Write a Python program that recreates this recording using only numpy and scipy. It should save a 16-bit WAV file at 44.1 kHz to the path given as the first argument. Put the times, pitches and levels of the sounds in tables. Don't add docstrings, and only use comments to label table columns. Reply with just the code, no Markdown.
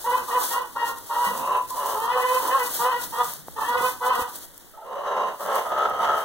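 import sys
import numpy as np
from scipy import signal
from scipy.fft import rfft, irfft, next_fast_len
from scipy.io import wavfile
from scipy.ndimage import uniform_filter1d

SR = 44100
rng = np.random.default_rng(int(sys.argv[2]) if len(sys.argv) > 2 else 0)


def wrap_up_sound(samples):
    columns = np.atleast_2d(samples).T
    tamed = np.clip(columns, -1, 1)
    steps = np.round(tamed * 32767).astype(np.int16)
    wavfile.write(sys.argv[1], SR, steps)


N = 275447
TIME = np.arange(N) / SR

# t/s, relative straw level/dB, relative level of their bodies' dull sound/dB
STIRRING = [(0, -49, -55.5), (.7, -45.5, -57.5), (1.05, -45.5, -57.5), (1.5, -43, -54.5), (2.7, -57, -56.5),
            (3.3, -35, -56.5), (3.42, -46, -67), (3.55, -47, -55.5), (3.8, -43, -55), (4.2, -54, -58),
            (4.6, -49, -60.5), (4.85, -57, -65), (5.35, -50, -61), (5.7, -51.5, -57.5), (6.05, -48.5, -49),
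            (6.25, -57, -58)]
# f/Hz, level/dB
SNAP_SPECTRUM = [(1000, -22), (4000, -12.5), (8000, -3.5), (14000, 1.5)]


def gain_of(db):
    return 10 ** (np.asarray(db) / 20)


def evened(x):
    return x / np.sqrt(np.mean(x ** 2) + 1e-20)


def read(points, hz):
    f, value = np.transpose(points)
    return np.interp(np.log(hz + 1), np.log(f + 1), value)


def follow(rows, t):
    s, *columns = np.transpose(rows)
    return [np.interp(t, s, c) for c in columns]


def add(mix, s, sound):
    part = mix[..., max(round(s * SR), 0):][..., :sound.shape[-1]]
    part += sound[..., :part.shape[-1]]


def filtered(x, gain):
    size = next_fast_len(x.shape[-1] + 2048)
    spectrum = rfft(x, size) * gain(np.fft.rfftfreq(size, 1 / SR))
    return irfft(spectrum, size)[..., :x.shape[-1]]


def colour(x, points):
    return evened(filtered(x, lambda hz: gain_of(read(points, hz))))


def low_pass(f, cut_hz, power):
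    return 1 / (1 + (f / cut_hz) ** power)


def wander(size, rate_hz):
    return evened(filtered(rng.standard_normal(size), lambda hz: np.exp(-(hz / rate_hz) ** 2)))


def resonate(x, hz, width):
    turn = np.exp(2j * np.pi * np.cumsum(hz) / SR)
    r = np.exp(-np.pi * width / SR)
    return 2 * (turn * signal.lfilter([1 - r], [1, -r], x / turn)).real


def background(jostle_db=4.0, sway_db=2, sway_hz=8, air_db=-57):
    # f/Hz, level/dB
    dull_spectrum = [(20, -1), (60, 11.5), (120, 4.5), (190, 2), (300, 6.5), (600, -3.5), (2000, -28.5)]
    # f/Hz, level/dB
    air_spectrum = [(20, 50.5), (200, -9), (500, 23), (1000, 15), (1900, 31), (2400, 20), (3500, 27.5),
                    (16000, -83)]
    level_db = follow(STIRRING, TIME)[1] + jostle_db + sway_db * wander(N, sway_hz)
    jostle = colour(rng.standard_normal((2, N)), dull_spectrum) * gain_of(level_db)
    air = colour(rng.standard_normal((2, N)), air_spectrum)
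    return jostle + gain_of(air_db) * air


def shuffles(width=0.38):
    # t/s, length/s, level/dB, centre f/Hz
    shuffle_rows = [(1.25, .24, -47, 210), (2.4, 0.14, -44, 340), (2.9, .32, -54.5, 159),
                    (3.15, 0.48, -53, 156), (3.48, 0.082, -52, 44.8), (3.58, .14, -53, 310),
                    (3.72, 0.2, -52, 115), (5.12, 0.21, -56, 188), (5.4, 0.099, -50, 200)]
    out = np.zeros((2, N))
    for s, length, db, hz in shuffle_rows:
        size = int(length * SR)
        noise = rng.standard_normal((2, size))
        rumble = filtered(noise, lambda f: np.exp(-(np.log((f + 1) / hz) / width) ** 2))
        add(out, s, gain_of(db) * evened(rumble) * signal.windows.tukey(size, .7))
    return out


def bumps():
    # t/s, level at onset/dB, ring f/Hz, 60 dB decay time/s
    bump_rows = [(1.268, -33.5, 196, 0.23), (3.484, -17, 800, 0.0049), (2.8, -37, 160, 0.099),
                 (3.81, -21.5, 460, 0.018), (3.7, -35, 255, 0.072), (4.19, -28.5, 283, 0.037),
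                 (4.217, -27, 83, 0.07), (4.216, -24, 253, 0.017), (6.01, -49, 160, 0.26)]
    out, t = np.zeros((2, N)), np.arange(SR // 2) / SR
    for s, db, hz, t60 in bump_rows:
        add(out[0], s, -gain_of(db - 60 * t / t60) * np.sin(2 * np.pi * hz * t))
    return out


def snaps(t60=0.0071, level_db=-5):
    # t/s, relative level/dB
    snap_rows = [(0.4918, -19), (0.7317, -30), (0.871, -22), (0.985, -19), (1.706, -16), (1.888, -19),
                 (1.959, -18), (2.002, -16), (3.017, -19), (3.3369, -15), (4.053, -20), (4.155, -16.5),
                 (4.357, -25), (4.579, -23.5), (5.556, -14), (5.7879, -23), (5.8975, -28)]
    out, t = np.zeros((2, N)), np.arange(2000) / SR
    for s, db in snap_rows:
        burst = colour(rng.standard_normal((2, len(t))), SNAP_SPECTRUM)
        add(out, s, gain_of(db + level_db - 60 * t / t60) * burst)
    return out


def treading():
    # t at the loudest/s, relative level/dB, rise/s, fall/s
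    step_rows = [(0.057, -36, 0.61, 0.94), (0.283, -37, 0.073, 0.34), (0.438, -26, 0.11, 0.071),
                 (0.518, -25.5, 0.35, 0.13), (0.887, -30, 0.075, 0.085), (0.983, -41, 0.12, 0.034),
                 (1.16, -46, 0.43, 0.044), (1.267, -32, 0.36, 0.13), (1.387, -34.5, 0.4, 0.17),
                 (1.704, -34, 0.042, 0.05), (1.78, -33, 0.16, 0.14), (1.908, -31, 0.32, 0.21),
                 (1.99, -39, 0.19, 0.17), (2.055, -36.5, 0.16, 0.1), (2.222, -34, 0.23, 0.05),
                 (2.348, -30.0, 0.34, 0.35), (2.482, -31.5, 0.25, 0.17), (2.601, -39, 0.04, 0.92),
                 (2.674, -30.5, 0.34, 0.027), (2.765, -25, 0.21, 0.19), (2.84, -32, 0.12, 0.15),
                 (3.04, -30, 0.16, 0.094), (3.133, -37.0, 0.09, 0.13), (3.256, -32, 0.053, 0.11),
                 (3.337, -38.5, 0.34, 0.057), (3.615, -35.5, 0.081, 0.2), (3.691, -35, 0.067, 0.12),
                 (3.821, -32.5, 0.1, 0.31), (3.893, -31, 0.21, 0.11), (4.065, -32, 0.084, 0.1),
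                 (4.159, -35, 0.083, 0.18), (4.22, -32, 0.15, 0.07), (4.29, -40, 0.11, 0.14),
                 (4.359, -34, 0.065, 0.086), (4.447, -39, 0.18, 0.043), (5.411, -37.5, 0.07, 0.37),
                 (5.462, -42, 0.08, 0.05), (5.554, -35.5, 0.078, 0.31), (6.02, -44, 0.067, 0.26),
                 (6.19, -40.5, 0.21, 0.68)]
    drop_db = -27
    power = gain_of(follow(STIRRING, TIME)[0]) ** 2
    for s, db, rise, fall in step_rows:
        away = np.maximum((s - TIME) / rise, (TIME - s) / fall)
        power = power + gain_of(db + drop_db * np.minimum(away, 10)) ** 2
    return np.sqrt(power)


def straw(level_db=1.5, cracks_per_s=1100, spread_db=7, crackle=0.43, crunch_db=-19, crunch_growth=0.79):
    # f/Hz, level/dB
    hiss_spectrum = [(600, -21), (1500, -2.5), (2400, -9), (3300, -0.5), (5000, -1), (8000, 1), (10000, 2),
                     (12500, 0.5), (14500, 3), (16000, 5)]
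    # f/Hz, level/dB
    crunch_spectrum = [(100, -17), (250, -4), (500, 2), (1200, 0), (2000, -7), (2500, -27.5)]
    flicker_db, flicker_hz = 1.2, 35
    crack_decay_s = 0.00049
    size_db = spread_db * np.minimum(rng.exponential(1, N), 4)
    cracks = gain_of(size_db) * (rng.random(N) < cracks_per_s / SR)
    power = signal.lfilter([1], [1, -np.exp(-1 / (crack_decay_s * SR))], cracks ** 2)
    hiss = colour(rng.standard_normal((2, N)), hiss_spectrum)
    crackling = colour(np.sqrt(power) * rng.standard_normal((2, N)), SNAP_SPECTRUM)
    crunch = colour(rng.standard_normal((2, N)), crunch_spectrum)
    weight = treading() * gain_of(flicker_db * wander(N, flicker_hz))
    rustle = gain_of(level_db) * weight * (hiss + crackle * crackling)
    return rustle + gain_of(crunch_db) * weight ** crunch_growth * crunch


def scatter(x, bounce, gaps_s):
    def all_pass(hz):
        delays = np.exp(-2j * np.pi * np.outer(gaps_s, hz))
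        return np.prod((delays - bounce) / (1 - bounce * delays), axis=0)
    return filtered(x, all_pass)


def echoes(x, t60, count=5):
    t, out = np.arange(SR * 3 // 4) / SR, np.zeros(N)
    place = TIME * 14
    echoes_per_s, build_up_s = 2500, 0.0031
    for k in range(count):
        taps = rng.choice([-1., 1.], len(t)) * (rng.random(len(t)) < echoes_per_s / SR)
        taps *= gain_of(-60 * t / t60) * np.minimum(t / build_up_s, 1)
        share = np.cos(np.pi / 2 * np.minimum(abs((place - k) % count - count / 2), 1))
        out += signal.fftconvolve(x * share, taps / np.linalg.norm(taps))[:N]
    return out


def pen_ring(x):
    # f/Hz, time to fall by about 26 dB/s, strength/dB
    mode_rows = [(500, 0.38, -23), (944, 0.7, -11), (990, 0.81, -13)]
    return sum(gain_of(db) * resonate(x, np.full(N, hz), 0.97 / fall_s) for hz, fall_s, db in mode_rows)


def barn(clear, hoarse, growl, t60=0.31, tail_db=-2.5, wall_t60=0.11, across_db=-2, bounce=0.58,
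         clear_tail_db=-8, growl_bounce=.55, growl_db=-1, growl_wet_db=-3):
    gaps_s = [.0013, .0029, .0047]
    near_hoarse = 0.62 * scatter(hoarse, bounce, gaps_s)
    near_growl = gain_of(growl_db) * scatter(growl, growl_bounce, gaps_s)
    voice = clear + hoarse + growl
    sent = hoarse + gain_of(growl_wet_db) * growl + gain_of(clear_tail_db) * clear
    tail = gain_of(tail_db) * echoes(sent, t60)
    mid = clear + near_hoarse + near_growl + pen_ring(voice) + tail
    side = gain_of(across_db) * echoes(voice, wall_t60) + gain_of(tail_db) * echoes(voice, t60)
    return np.array([mid, side])


def voiced(x, effort_db):
    power = uniform_filter1d(x ** 2, size=1000) + 1e-9
    return gain_of(effort_db) * x / np.sqrt(power) * signal.windows.tukey(len(x), 400 / len(x))


def squeak(s, length, start_hz, end_hz, db, octave_db, unsteady):
    size = int(length * SR)
    fade_db = -7 * np.linspace(0, 1, size)
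    hz = np.linspace(start_hz, end_hz, size) * (1 + unsteady * wander(size, 170))
    phase = 2 * np.pi * np.cumsum(hz) / SR
    tone = np.cos(phase) + gain_of(octave_db) * np.cos(2 * phase)
    return s, voiced(tone, db + fade_db)


def push(t, swell, hold, release):
    return np.clip(1 - t / swell, 0, 1), np.clip((t - swell - hold) / release, 0, 1)


def rasp(row, drift=0.015, onset_chest_db=3, throat_db=-7, throat_width_hz=70):
    # f/Hz, level/dB
    hoarse_spectrum = [(120, -46), (190, -13.5), (270, -22), (430, -0.5), (580, 1), (700, 1), (800, 1),
                       (930, 1), (1150, -3), (1360, -0.5), (1480, -10), (1580, -8), (1900, -13),
                       (2100, -16), (2350, -26), (2900, -14.5), (3400, -21.5), (3850, -32), (4400, -28.5),
                       (5400, -31), (6200, -26.5), (7200, -35), (9000, -42.5)]
    release_end_db = -15
    pulse_db, pulse_hz = 2, 41.7
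    flap_drift, flap_jitter = .04, .12
    slap_spread_db, air_share = 3.5, .45
    nasal_hz, nasal_width_hz = 3790, 250
    (start, swell, hold, release, onset_db, top_db, chest_db, mouth_hz, width_hz, ring_db,
     upper_hz, upper_db, nasal_db, flap_hz, throat_hz) = row
    t = np.arange(0, swell + hold + release, 1 / SR)
    size = len(t)
    opening, closing = push(t, swell, hold, release)
    effort_db = top_db + onset_db * opening + release_end_db * closing + pulse_db * wander(size, pulse_hz)
    jaw = 1 + drift * wander(size, 8.6)

    rate_hz = flap_hz * np.exp(flap_drift * wander(size, 12) + flap_jitter * wander(size, 150))
    cycles = np.cumsum(rate_hz) / SR
    slaps = np.diff(np.floor(cycles), prepend=0) * gain_of(slap_spread_db * rng.standard_normal(size))
    air = evened((.4 + np.exp(-(cycles % 1) / .3)) * rng.standard_normal(size))
    drive = evened(slaps) + air_share * air

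    def twice(x, hz, first_hz, second_hz):
        return evened(resonate(resonate(x, hz * jaw, first_hz), hz * jaw, second_hz))

    throat = colour(drive, hoarse_spectrum)
    under = filtered(throat, lambda f: low_pass(f, 830, 16))
    throat_ring = evened(resonate(under, throat_hz * jaw, throat_width_hz))
    hollow = evened(under) + gain_of(throat_db) * throat_ring
    ring = twice(throat, mouth_hz, width_hz, 600)
    upper = twice(drive, upper_hz, 400, 370)
    nasal = twice(drive, nasal_hz, nasal_width_hz, nasal_width_hz)
    mouth = evened(throat - under) + gain_of(ring_db) * ring
    mouth = mouth + gain_of(upper_db) * upper + gain_of(nasal_db) * nasal
    chest_effort_db = effort_db + chest_db + onset_chest_db * opening
    return start, voiced(mouth, effort_db) + voiced(hollow, chest_effort_db)


def cry(curve, quaver=0.0053, half_depth=1.8, flutter_depth=2.25, flutter_ratio=.26, shimmer_db=5.0,
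        split_hz=1650, ring_db=-1.86, low_db=-2, body_db=0.84, bright_db=3, edge_db=-7, edge_rough=2,
        upper_db=8, upper_width_hz=230):
    # f/Hz, level/dB
    throat_spectrum = [(200, -24), (380, -21.5), (490, -6), (640, -17), (760, -7), (980, 2.5), (1110, 4.5),
                       (1250, -3), (1480, -12.5), (1680, -16), (1950, -16), (2250, -58), (2480, -16.5),
                       (2750, 0), (3500, -1.5), (6200, -12.5), (9000, -52)]
    # t/s, roughness 0-1, share of period doubling against flutter 0-1,
    # upper resonance f/Hz
    breakup_rows = [(0.04, 0.34, 0, 2990), (.1, 0.2, 0.22, 2990), (.29, 0.83, 0.22, 3000),
                    (.37, 0.52, 0.53, 3000), (.55, 0.43, 0.09, 3120), (.8, 0.46, 0.22, 2980),
                    (1.25, 0.63, 0.2, 3020), (1.95, 0.7, 0.4, 3220), (2.08, 0.46, 0.35, 3220),
                    (2.17, 0.8, 0.7, 3100), (2.26, 0.2, 0.4, 3030), (2.35, 0.45, 0.48, 3030),
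                    (2.54, 0.68, 0.85, 3000), (2.62, 0.2, 0.3, 2950), (2.86, 0.7, 0.7, 2990),
                    (2.95, 0, 0.3, 2970), (3.13, 0.46, 0.34, 3320), (3.21, 0.45, 0.75, 3360),
                    (3.6, 0.8, 0.2, 3280), (3.7, 0.21, 0.77, 3300), (3.82, 0.33, 0.65, 3280),
                    (4.2, 0.54, 0.58, 3160)]
    jitter = .005
    tremor_db, tremor_hz = 0.5, 30
    air_share = .4
    overtone_clarity = .8
    clear_shimmer_db = 2
    start = curve[0][0]
    t = np.arange(start, curve[-1][0], 1 / SR)
    size = len(t)
    hz, ring, low, body, bright = follow(curve, t)
    rough, doubling, upper_hz = follow(breakup_rows, t)
    tremor = tremor_db * wander(size, tremor_hz)
    unsteady = quaver * wander(size, 42.0) + jitter * (.5 + 2 * rough) * wander(size, 135)
    phase = 2 * np.pi * np.cumsum(hz * (1 + unsteady)) / SR

    half = half_depth * doubling * np.cos(phase / 2 + 0.5 * wander(size, 22))
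    flutter_phase = flutter_ratio * phase + 1.24 * wander(size, 34.6)
    flutter = flutter_depth * (1 - doubling) * np.cos(flutter_phase)
    pulses = sum(np.cos(k * phase) for k in range(1, 15))
    shimmer = gain_of(shimmer_db * np.sqrt(rough) * wander(size, 78))
    folds = pulses * (1 + rough * (half + flutter)) * shimmer
    puffs = evened((1 + 2.0 * np.cos(phase)) * rng.standard_normal(size))

    upper_folds = evened(folds - np.cos(phase) - np.cos(2 * phase))
    drive = (1 - rough ** 2) * upper_folds + air_share * rough * puffs
    throat = colour(drive, throat_spectrum)
    middle = filtered(throat, lambda f: low_pass(f, split_hz, 20))
    bright_drive = throat + overtone_clarity * colour(pulses, throat_spectrum)
    overtones = filtered(bright_drive, lambda f: low_pass(f, 2400, 20) * low_pass(split_hz, f + 1, 20))

    def edge_gain(f):
        peak = np.exp(-((f - upper_hz.mean()) / upper_width_hz) ** 2)
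        return (1 - low_pass(f, 2680, 40)) * gain_of(upper_db * peak)
    edge_drive = evened(pulses) + edge_rough * rough * (puffs + evened(folds))
    edge = filtered(colour(edge_drive, throat_spectrum), edge_gain)

    second_db = ring + ring_db + tremor + clear_shimmer_db * rough * wander(size, 47)
    first_db = low + low_db + tremor + clear_shimmer_db * rough * wander(size, 64)
    clear = voiced(np.cos(2 * phase), second_db) + voiced(np.cos(phase), first_db)
    hoarse = voiced(middle, body + body_db + tremor) + voiced(overtones, bright + bright_db)
    hoarse = hoarse + voiced(edge, (bright + body) / 2 + edge_db)
    return start, np.array([clear, hoarse])


def scene():
    # second harmonic ringing in the mouth/dB,
    # fundamental/dB, rough body of the voice/dB, overtones/dB
    cry_curves = [
        [(0.04, 454, -32, -42, -55, -52), (0.054, 454.4, -25, -48, -34, -47),
         (0.064, 489, -29, -34, -26.5, -39), (0.078, 494.2, -21.5, -32, -33, -51),
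         (0.106, 482.5, -20, -33, -23.5, -41), (0.134, 508.7, -29, -26, -36, -33),
         (0.156, 501.6, -13, -32, -27, -50), (0.178, 516.5, -44, -33, -31.5, -41),
         (0.212, 475.5, -32, -46, -38.5, -65), (0.235, 496, -39, -38, -37, -55)],
        [(0.275, 518, -42, -47, -36, -50), (0.293, 492.3, -29.5, -43, -24, -59),
         (0.309, 474, -34, -36, -37, -32), (0.333, 480.6, -26, -40, -22, -47), (0.353, 512, -24, -27, -38, -32),
         (0.375, 493, -14, -28, -21.5, -54), (0.389, 494.4, -21.5, -39, -36, -51),
         (0.401, 487, -42, -56, -42, -52), (0.409, 505, -42, -37, -28, -46), (0.45, 500, -41, -57, -48, -59)],
        [(0.497, 459, -53, -65, -45, -48), (0.509, 470.4, -27, -56, -33, -41), (0.543, 474, -37, -49, -25, -40),
         (0.565, 484.4, -22, -33, -27, -42), (0.583, 496.4, -20, -36, -31.5, -41),
         (0.605, 492, -59, -36, -27, -49), (0.613, 492, -31, -72, -29, -58), (0.619, 510, -28, -47, -32, -52),
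         (0.659, 484, -53, -63, -61, -70), (0.68, 496, -43, -61, -50, -59)],
        [(0.75, 451, -46, -61, -38, -58), (0.76, 465, -36, -43, -24, -54), (0.768, 467.7, -24.5, -63, -40, -41),
         (0.8, 468.4, -33, -52, -26.5, -37.5), (0.824, 473, -22, -39, -29, -39),
         (0.848, 476.6, -22, -39, -35, -41), (0.866, 466, -52, -46, -34, -34),
         (0.914, 468.7, -33, -41, -32.5, -60), (0.92, 460, -39, -63, -42, -59), (0.97, 471, -45, -66, -47, -68)],
        [(1.09, 484, -42, -67, -35, -56), (1.106, 456, -30.5, -42, -27.5, -50),
         (1.112, 470.7, -24, -59, -31, -48), (1.146, 467.6, -36, -53, -28, -42),
         (1.166, 476, -20, -41, -24.5, -45), (1.192, 482, -25, -57, -31.5, -44.5),
         (1.25, 482.7, -20.5, -36, -25.5, -37), (1.28, 483, -28, -49, -27.5, -38),
         (1.318, 486.5, -26, -33, -33, -60), (1.33, 494.6, -43, -44, -38, -52)],
        [(2.485, 499, -28, -44, -31, -55), (2.495, 495, -30, -36, -36, -42), (2.509, 499, -34, -36, -32, -33),
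         (2.529, 521.7, -21, -27, -29, -35), (2.547, 544.3, -16, -30, -17.5, -56),
         (2.565, 532.5, -15.5, -32, -27, -36), (2.575, 535.5, -20, -44, -32, -57),
         (2.591, 504, -28, -32, -31, -36), (2.621, 491.8, -22.5, -27.5, -30.5, -35),
         (2.69, 473.3, -39, -46, -41, -62)],
        [(3.12, 458.4, -35, -48, -36, -49), (3.138, 458, -30, -52, -29.5, -48),
         (3.168, 471.8, -50, -49, -32, -39), (3.186, 487, -27, -33, -24.5, -44),
         (3.198, 491, -25.5, -33, -25, -35), (3.214, 490, -22.5, -31, -21.5, -51),
         (3.224, 490, -41, -34, -33, -54), (3.23, 471.4, -26, -36, -31, -50), (3.286, 501, -47, -58, -56, -67),
         (3.3, 494, -51, -61, -47, -59)],
        [(1.93, 386, -41, -38, -43, -54), (1.958, 425.2, -33, -36, -27, -54),
         (1.984, 431.3, -27.5, -31, -37.5, -50), (2.008, 447.4, -28.5, -65, -28, -41),
         (2.038, 459.8, -30.5, -39, -27, -44), (2.075, 468.7, -31.5, -38, -27, -45),
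         (2.082, 480.7, -17, -46, -26, -43), (2.108, 492.7, -24.5, -46, -27, -38),
         (2.126, 500.4, -31, -29.5, -38, -34.5), (2.164, 499.8, -25, -23, -20, -44),
         (2.206, 500.4, -25.5, -34.5, -30, -38), (2.224, 492, -51, -27, -32, -31.5),
         (2.25, 509, -17.5, -25, -34, -42), (2.28, 506, -29.5, -28, -39, -31.5),
         (2.32, 502.2, -15.5, -25, -26, -43), (2.342, 516, -29, -26, -34, -35),
         (2.358, 504, -21, -20.5, -23, -35), (2.382, 510, -20, -32, -50, -56), (2.394, 512, -36, -38, -59, -56),
         (2.41, 495.3, -18, -45, -33, -53)],
        [(2.783, 455, -63, -61, -45, -55), (2.795, 464, -29, -52, -27, -47), (2.815, 483, -22, -35, -26.5, -42),
         (2.835, 484, -30, -33, -29, -37), (2.855, 507, -17.5, -24.5, -23.5, -38),
         (2.879, 506.4, -21, -28, -27, -44), (2.893, 508.6, -18, -31, -31, -42),
         (2.909, 520, -27, -38, -30, -38), (2.921, 466.5, -23, -39, -28, -36),
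         (2.933, 486, -23.5, -39, -26.5, -37), (2.953, 478.6, -24, -38, -32, -38),
         (2.969, 503.5, -27, -31.5, -44, -38), (2.991, 478.6, -38, -37, -54, -59),
         (3.007, 461.4, -34, -65, -44, -49), (3.021, 466, -40, -57, -58, -58), (3.035, 490, -32, -70, -50, -60),
         (3.045, 470, -39, -64, -48, -61), (3.05, 462.0, -60, -77, -51, -53)],
        [(3.555, 445, -59, -56, -45, -61), (3.565, 453.5, -29.5, -47, -37, -46),
         (3.587, 443, -48, -36.5, -25.5, -56), (3.609, 444, -30, -51, -44, -35),
         (3.617, 447, -23.5, -49, -26.5, -51), (3.639, 425.7, -34, -50, -36, -38),
         (3.653, 466, -36, -55, -34, -43), (3.673, 473, -33, -43, -27, -40), (3.687, 474.3, -23, -37, -34, -35),
         (3.715, 493, -23.5, -36, -28.5, -40), (3.731, 477.7, -34, -40, -23, -37),
         (3.757, 497, -21, -25, -24, -55), (3.771, 507, -31, -27, -37, -25.5),
         (3.793, 474.6, -45, -48, -25, -54), (3.819, 494.6, -39, -34, -22.5, -43),
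         (3.855, 503.7, -19, -25, -29.5, -37), (3.917, 505, -36, -51, -39, -61),
         (3.94, 512, -48, -50, -42, -60)],
        [(4.005, 483.4, -31, -56, -31, -57), (4.017, 498, -32, -42, -24, -50),
         (4.035, 494, -38, -32, -23.5, -41), (4.065, 507.6, -25, -23, -22, -48),
         (4.079, 504, -17, -25.5, -30, -42), (4.095, 511, -23, -23, -19.5, -35),
         (4.111, 513.6, -22, -30, -31, -42), (4.121, 506, -24, -43, -25, -42), (4.137, 474, -25, -47, -28, -37),
         (4.155, 474.5, -28, -31, -24.5, -39), (4.171, 480, -26, -30, -21.5, -53),
         (4.183, 486.7, -46, -41, -24, -38), (4.195, 489.6, -21, -31, -28, -48),
         (4.211, 507, -31, -34, -31, -41), (4.235, 495, -45, -37, -38, -55), (4.247, 480, -27, -45, -41, -55),
         (4.261, 503, -48, -42, -40, -58), (4.28, 501, -50, -45, -33, -60)],
    ]
    # t/s, length/s, start f/Hz, end f/Hz, level at the start/dB, octave level/dB,
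    # unsteadiness as a share of the pitch
    squeak_rows = [(1.508, 0.11, 1003, 999, -21.5, -37, .007), (1.704, 0.046, 1003, 973, -29, -32.5, 0.041),
                   (1.777, 0.026, 1013, 1000, -23.5, -30, 0.025),
                   (1.856, 0.024, 998, 1003, -21.5, -35, .012), (4.735, 0.031, 662, 635, -47, 2, .035),
                   (4.773, 0.072, 920, 830, -41, -31, 0.044), (4.82, 0.038, 645, 660, -41, -4, 0.04),
                   (4.868, 0.064, 545, 505, -39, -8, 0.035), (4.947, 0.15, 561, 572, -34.5, -7, 0.046)]
    # t/s, swell/s, hold/s, release/s, onset against effort/dB, effort/dB, chest against effort/dB,
    # mouth resonance f/Hz, its first-pass width/Hz, its strength/dB, upper resonance f/Hz,
    # its strength/dB, nasal strength/dB, central flapping rate/Hz, throat resonance f/Hz
    growl_rows = [(1.31, 0.16, 0.1, 0.058, -6.5, -26.5, -9.5, 1055, 90, 5.5, 2727, -8, -20.5, 91.5, 547),
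                  (1.735, .06, .135, 0.077, -8, -30, -7.5, 1045, 110, 4.5, 2900, -14, -34, 143.3, 553),
                  (2.387, .022, 0.086, 0.024, -1, -29.5, -8, 1047, 50, 2, 3064, -21, -33, 102.9, 520),
                  (4.729, 0.063, .04, .05, -3, -52, -2, 1300, 90, 2, 2870, -22, -26, 78, 716),
                  (4.831, .29, 0.16, .066, -18, -27.5, -5, 1056, 80, 1, 2820, -18, -23, 77.07, 570),
                  (5.385, .11, .09, 0.076, -10, -26.5, -4, 1090, 110, -6, 3500, -35, -35, 107.3, 576),
                  (5.631, 0.16, 0.08, 0.088, -9, -26, -5.5, 1262, 55, 0, 3380, -25, -28, 72.08, 630),
                  (5.92, 0.1, .096, 0.22, -9.5, -24, -7, 1293, 55, -1, 3180, -21, -29, 72.25, 683)]
    calls, growl = np.zeros((2, N)), np.zeros(N)
    clear, hoarse = calls
    for curve in cry_curves:
        add(calls, *cry(curve))
    for row in squeak_rows:
        add(clear, *squeak(*row))
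    for row in growl_rows:
        add(growl, *rasp(row))
    voice = barn(clear, hoarse, growl)
    return voice + straw() + snaps() + bumps() + shuffles() + background()


def likeness(hz, comb_hz=2530):
    # f/Hz, likeness -1 to 1
    bass_likeness = [(25, -0.86), (80, -0.75), (170, -0.035), (330, 0.39), (500, 0.71), (700, 0.7),
                     (1000, 0.88), (1300, 0.95)]
    # f/Hz, depth 0-1
    ripple_depth = [(1300, 0.82), (1900, 1), (2500, 1), (3800, 0.98), (5000, 0.82), (6400, 0.58),
                    (8000, 0.25), (16000, 0.5)]
    ripple = -np.cos(2 * np.pi * hz / comb_hz) * read(ripple_depth, hz)
    return np.clip(np.where(hz < comb_hz / 2, read(bass_likeness, hz), ripple), -1, 1)


def record(dry):
    # f/Hz, level/dB
    balance = [(100, -0.5), (500, -2.5), (1100, -0.8), (2000, 0.56), (6000, 1), (14000, 2.4)]
    edge_hz = 15850
    signs = np.array([[1], [-1]])
    mid, side = filtered(dry, lambda hz: np.sqrt((1 + signs * likeness(hz)) / 2))
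    pair = np.array([mid + side, mid - side])
    pair = filtered(pair, lambda hz: gain_of(signs / 2 * read(balance, hz)))
    band_limit = signal.firwin(511, edge_hz, window=("kaiser", 9), fs=SR)
    return signal.oaconvolve(pair, band_limit[None], "same")


dry = scene()
out = record(dry)
wrap_up_sound(out)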